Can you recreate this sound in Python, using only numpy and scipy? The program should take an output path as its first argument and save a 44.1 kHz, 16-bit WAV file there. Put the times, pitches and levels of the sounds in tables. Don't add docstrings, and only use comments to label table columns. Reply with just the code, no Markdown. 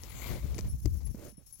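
import sys
import numpy as np
from scipy import signal
from scipy.fft import rfft, irfft
from scipy.io import wavfile
from scipy.ndimage import uniform_filter1d

SR = 44100
rng = np.random.default_rng(int(sys.argv[2]) if len(sys.argv) > 2 else 0)


def pcm_store(signal):
    levels = np.round(np.clip(np.atleast_2d(signal), -1, 1) * 32767)
    wavfile.write(sys.argv[1], SR, levels.astype(np.int16).T)


N = 70560
TIME = np.arange(N) / SR


def amp(db):
    return 10 ** (np.asarray(db) / 20)


def evened(x):
    return x / np.sqrt(np.mean(x ** 2) + 1e-20)


def curve(points):
    return amp(np.interp(TIME, *np.transpose(points)))


def add(mix, start_s, sound):
    part = mix[:, max(round(start_s * SR), 0):][:, :sound.shape[1]]
    part += sound[:, :part.shape[1]]


def colour(x, table, bass_db=0, treble_db=0, size=4096):
    bass_hz, treble_hz = 603, 3450
    hz = abs(np.fft.fftfreq(size, 1 / SR)) + 1
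    table_hz, *columns_db = np.transpose(table)
    gain = amp([np.interp(np.log(hz), np.log(table_hz), column) for column in columns_db])
    gain = gain / np.sqrt(np.mean(gain[0] ** 2))
    bass_shelf_db = bass_db / (1 + (hz / bass_hz) ** 2)
    treble_shelf_db = treble_db / (1 + (treble_hz / hz) ** 2)
    gain = gain * amp(bass_shelf_db + treble_shelf_db)
    spectrum = np.exp(np.conj(signal.hilbert(np.log(gain + 1e-6))))
    taps = np.fft.ifft(spectrum).real[:, :size // 2]
    return signal.fftconvolve(np.atleast_2d(x), taps, axes=1)[:, :x.shape[-1]]


def grains(n, grain_db, grain_s, same):
    knots = rng.standard_normal(N)
    wander = np.interp(np.arange(n) / SR / grain_s, np.arange(N), knots)
    burst = amp(grain_db * np.clip(wander, -2, 2))
    a, b = rng.standard_normal((2, N))[:, :n]
    right = same * a + np.sqrt(1 - same ** 2) * b
    return evened(burst * np.array([a, right]))


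def resonate(x, hz, width_hz):
    turn = np.exp(2j * np.pi * np.cumsum(hz * np.ones(N)) / SR)
    b, a = signal.butter(2, width_hz / 2, fs=SR)
    return evened((turn * signal.lfilter(b, a, x / turn)).real)


def muffled(x):
    # freq_hz, gain_db
    right_shade = [(400, -8), (1300, -17.5), (2300, -15.5), (4000, -22), (6500, -41.5), (10500, -13),
                   (14000, -49)]
    shade_hz, shade_db = np.transpose(right_shade)
    hz = np.fft.rfftfreq(2 * N, 1 / SR) + 1
    gain = amp(np.interp(np.log(hz), np.log(shade_hz), shade_db))
    right = irfft(rfft(x[1], 2 * N) * gain)[:N]
    return np.array([x[0], right])


def wind():
    # time_s, level_db
    gust_left = [(0, -48), (.2, -44), (.28, -36.5), (.32, -29), (.4, -45), (.445, -25.5), (.475, -36.5),
                 (.51, -26.5), (.6, -48), (.65, -28), (.71, -46.5), (.74, -25), (.815, -54), (.86, -18.5),
                 (.895, -31), (.955, -25.5), (1.01, -38), (1.05, -30), (1.115, -30), (1.18, -86)]
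    gust_right = [(0, -48.5), (.25, -42), (.58, -38), (.68, -30.5), (.75, -38.5), (.92, -36.5), (1.04, -52),
                  (1.18, -43), (1.3, -53.5), (1.6, -62)]
    # freq_hz, relative_db
    buffet = [(22, -39.5), (36, -14), (60, 6), (90, -3), (130, -9.5), (200, -20.5), (400, -39),
              (900, -58.5), (3000, -73.5)]
    eddies = colour(rng.standard_normal((2, N + SR)), buffet)[:, SR:]
    running_power = uniform_filter1d(eddies ** 2, size=1500, axis=1)
    eddies = eddies / np.sqrt(running_power + 1e-12)
    return eddies * np.array([curve(gust_left), curve(gust_right)])


def cloth():
    # time_s, level_db
    rub_level = [(0, -54), (.06, -49.5), (.2, -43.5), (.27, -38.5), (.35, -46.5), (.43, -54), (.57, -56),
                 (.67, -59.5), (.8, -72), (.92, -70), (1.35, -70.5), (1.6, -79.5)]
    # freq_hz, relative_db
    rub = [(306, 0), (567, -6), (1120, -3.5), (1540, -8.5), (2570, -7.5), (4470, -8), (5830, -15.5),
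           (6960, -9), (8670, -17), (12700, -11), (15800, -9.5)]
    # centre_hz, width_hz, peak_s, swell_s, level_db
    swishes = [(6800, 1900, 0.19, 0.049, -53), (12550, 2900, 0.27, 0.063, -52.5)]
    ring_hz, ring_width_hz, ring_waver_share = 2120, 400, .025
    ring_peak_s, ring_swell_s, ring_db = 0.26, 0.15, -53

    slips = grains(N, grain_db=2.6, grain_s=.0009, same=0.42)
    waver = evened(uniform_filter1d(rng.standard_normal(N), size=900))
    wavering_hz = ring_hz * (1 + ring_waver_share * waver)
    hollow_ring = (wavering_hz, ring_width_hz, ring_peak_s, ring_swell_s, ring_db)
    swells = 0
    for hz, width_hz, peak_s, swell_s, level_db in [hollow_ring, *swishes]:
        envelope = np.exp(-((TIME - peak_s) / swell_s) ** 2)
        swells = swells + resonate(slips, hz, width_hz) * amp(level_db) * envelope
    return colour(slips * curve(rub_level), rub) + swells


def hiss():
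    # time_s, level_db
    hiss_level = [(0, -58.5), (.5, -55), (.66, -54.5), (.79, -56), (.92, -56), (1.07, -56), (1.15, -57.5),
                  (1.3, -54), (1.36, -75), (1.43, -62), (1.48, -57), (1.6, -55)]
    # freq_hz, left_db, right_db
    hiss_colour = [(96, -56, 6.5), (286, -20, -10.5), (1390, -21.5, -26.5), (3270, -21.5, -23.5),
                   (6480, -4, -39), (8200, -14.5, -37), (10700, -5.5, -19.5), (14100, -7.5, -28)]
    noise = grains(N, grain_db=3.5, grain_s=0.0082, same=0.078)
    return colour(noise * curve(hiss_level), hiss_colour)


def tags(count=12, detune=0.0015):
    # start_s, level_db, upper_tag_extra_db
    clinks = [(0.014, -53, 5), (0.093, -50, 5.5), (0.338, -51, 1), (0.551, -50.5, -13), (0.684, -49.5, 1),
              (0.695, -42.5, -2.5), (0.814, -55, -4), (0.967, -51.5, -2), (1.052, -43, -4.5),
              (1.103, -54.5, 0), (1.28, -50.5, -5), (1.299, -45.5, -9.5), (1.37, -49, -2.5),
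              (1.461, -48.5, -0.5), (1.524, -36.5, -4)]
    # pitch_hz, level_db, t60_s, tag (0 lower, 1 upper)
    tag_modes = [(6430, -28, .35, 0), (10144, 0.5, 0.11, 0), (11086, 1, .12, 1), (16100, -14, .06, 0)]
    low_hz, low_db, low_t60_s = 5510, -62, .22
    rise_s, flutter_share, flutter_s = .003, .45, .004
    scatter_gain, scatter_mean_s = .35, .015

    out, t = np.zeros((2, N)), TIME[:SR // 3]
    knots_s = np.arange(0, t[-1], flutter_s)
    for start_s, clink_db, upper_db in clinks:
        ring = 0
        for hz, mode_db, t60_s, tag in tag_modes:
            flutter = 1 + flutter_share * np.interp(t, knots_s, rng.standard_normal(len(knots_s)))
            tone = np.sin(2 * np.pi * hz * (1 + detune * rng.standard_normal()) * t)
            ring = ring + flutter * tone * amp(mode_db + upper_db * tag - 60 * t / t60_s)
        low_ring = np.sin(2 * np.pi * (low_hz * t + rng.random())) * amp(low_db - 60 * t / low_t60_s)
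        rise = np.minimum(t / rise_s, 1)
        ring = (ring * amp(clink_db) + low_ring) * rise * np.ones((2, 1))
        add(out, start_s, ring)
        delays_s = rng.exponential(scatter_mean_s, count)
        for delay_s, left, right in zip(delays_s, *rng.standard_normal((2, count))):
            echo = ring * np.array([[left], [right]]) * scatter_gain / np.sqrt(count)
            add(out, start_s + delay_s, echo)
    return out


def crunches():
    # start_s, length_s, level_db, extra_bass_db, extra_treble_db
    breaks = [(0.034, 0.021, -51.5, 1, 8), (0.258, 0.0025, -41, 7, -21), (0.544, 0.0074, -39.5, -2, 0),
              (0.5807, 0.0038, -29, -5.5, -4.5), (0.586, 0.0088, -30, -5.5, -1.5),
              (0.643, 0.041, -42.5, -11, -17), (0.8567, 0.0047, -30, -5, 1.5), (1.004, 0.03, -52, -6.5, -4),
              (1.064, 0.019, -51.5, -8, -0.5), (1.144, 0.011, -51.5, 11.5, -5)]
    # freq_hz, relative_db
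    crust = [(62, -1.5), (280, 9.5), (620, -0.5), (1650, -14.5), (2330, -7), (3100, -17.5), (4800, -7.5),
             (7700, -9), (9100, -27.5), (12600, -19), (15500, -17)]
    tail_db, tail_s, rise_s = -27, .018, .0005

    out, t = np.zeros((2, N)), TIME[:SR // 6]
    for start_s, length_s, level_db, bass_db, treble_db in breaks:
        shape = np.exp(-(t / length_s) ** 2) + amp(tail_db) * np.exp(-t / tail_s)
        shape = shape * np.minimum(t / rise_s, 1)
        cracks = grains(len(t), grain_db=4, grain_s=0.00042, same=0.97) * shape
        cracks = evened(cracks) * np.sqrt(np.mean(shape ** 2))
        add(out, start_s, amp(level_db) * colour(cracks, crust, bass_db, treble_db))
    return out


def snaps():
    # start_s, level_db (before decay)
    ticks = [(0.0356, -23.5), (.6095, -26.5)]
    pitch_hz, decay_s = 5840, 0.00031
    out, t = np.zeros((2, N)), TIME[:SR // 20]
    for start_s, level_db in ticks:
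        tick = np.sin(2 * np.pi * pitch_hz * t) * np.exp(-t / decay_s)
        add(out, start_s, amp([[level_db], [level_db]]) * tick)
    return out


def scuff():
    # start_s, rise_s, end_s (hold ends), fall_s, level_db, right_extra_db
    slides = [(0.284, 0.021, 0.32, 0.097, -40, -1.5), (0.418, 0.0069, 0.59, 0.13, -51.5, -2.5),
              (1.142, 0.018, 1.283, 0.017, -63, 13), (1.171, 0.062, 1.276, 0.061, -52, -2),
              (1.375, 0.0039, 1.41, 0.035, -67.5, 8.5)]
    # freq_hz, left_db, right_db
    scuff_colour = [(122, -1.5, 7.5), (310, 4, 4), (595, 4, -4), (864, -9.5, -17), (2380, -14, -23),
                    (7200, -16.5, -41.5), (11700, -26.5, -30), (15300, -27, -39)]
    shape = 0
    for start_s, rise_s, end_s, fall_s, level_db, right_db in slides:
        attack = np.clip((TIME - start_s) / rise_s, 0, 1)
        release = np.clip(1 - (TIME - end_s) / fall_s, 0, 1)
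        shape = shape + amp([[level_db], [level_db + right_db]]) * attack * release
    noise = grains(N, grain_db=2, grain_s=0.0036, same=0.74)
    return colour(noise * shape, scuff_colour)


def thuds():
    # start_s, level_db (before rise and decay), start_pitch_hz, decay_s, left_minus_right_db
    blows = [(0.303, -25.5, 206, 0.0034, 7), (0.564, -29, 203, 0.0024, -1), (0.846, -26, 74, 0.0053, 25),
             (.856, -20.5, 373, 0.0045, 6), (.874, -17.5, 111, 0.0033, 5), (1.143, -32.5, 261, 0.0068, 5.5),
             (1.323, -49.5, 250, 0.0093, -17), (1.38, -44.5, 200, 0.0039, -28),
             (1.592, -49.5, 210, 0.014, -16)]
    rise_share, sag_share = .4, .25
    out, t = np.zeros((2, N)), TIME[:SR // 6]
    for start_s, level_db, hz, decay_s, pan_db in blows:
        decay = np.exp(-t / decay_s)
        turns = np.cumsum(hz * (1 - sag_share * (1 - decay))) / SR
        rise = 1 - np.exp(-(t / (rise_share * decay_s)) ** 2)
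        swing = np.sin(2 * np.pi * turns) * rise * decay
        add(out, start_s, amp([[level_db + pan_db / 2], [level_db - pan_db / 2]]) * swing)
    return out


def scene():
    shaded = muffled(cloth() + tags() + crunches() + snaps())
    return wind() + hiss() + scuff() + thuds() + shaded


def record(dry):
    edge_hz = 16100
    taps = signal.firwin(511, edge_hz, window=("kaiser", 9), fs=SR)
    return signal.oaconvolve(dry, taps[None], "same")


dry = scene()
out = record(dry)
pcm_store(out)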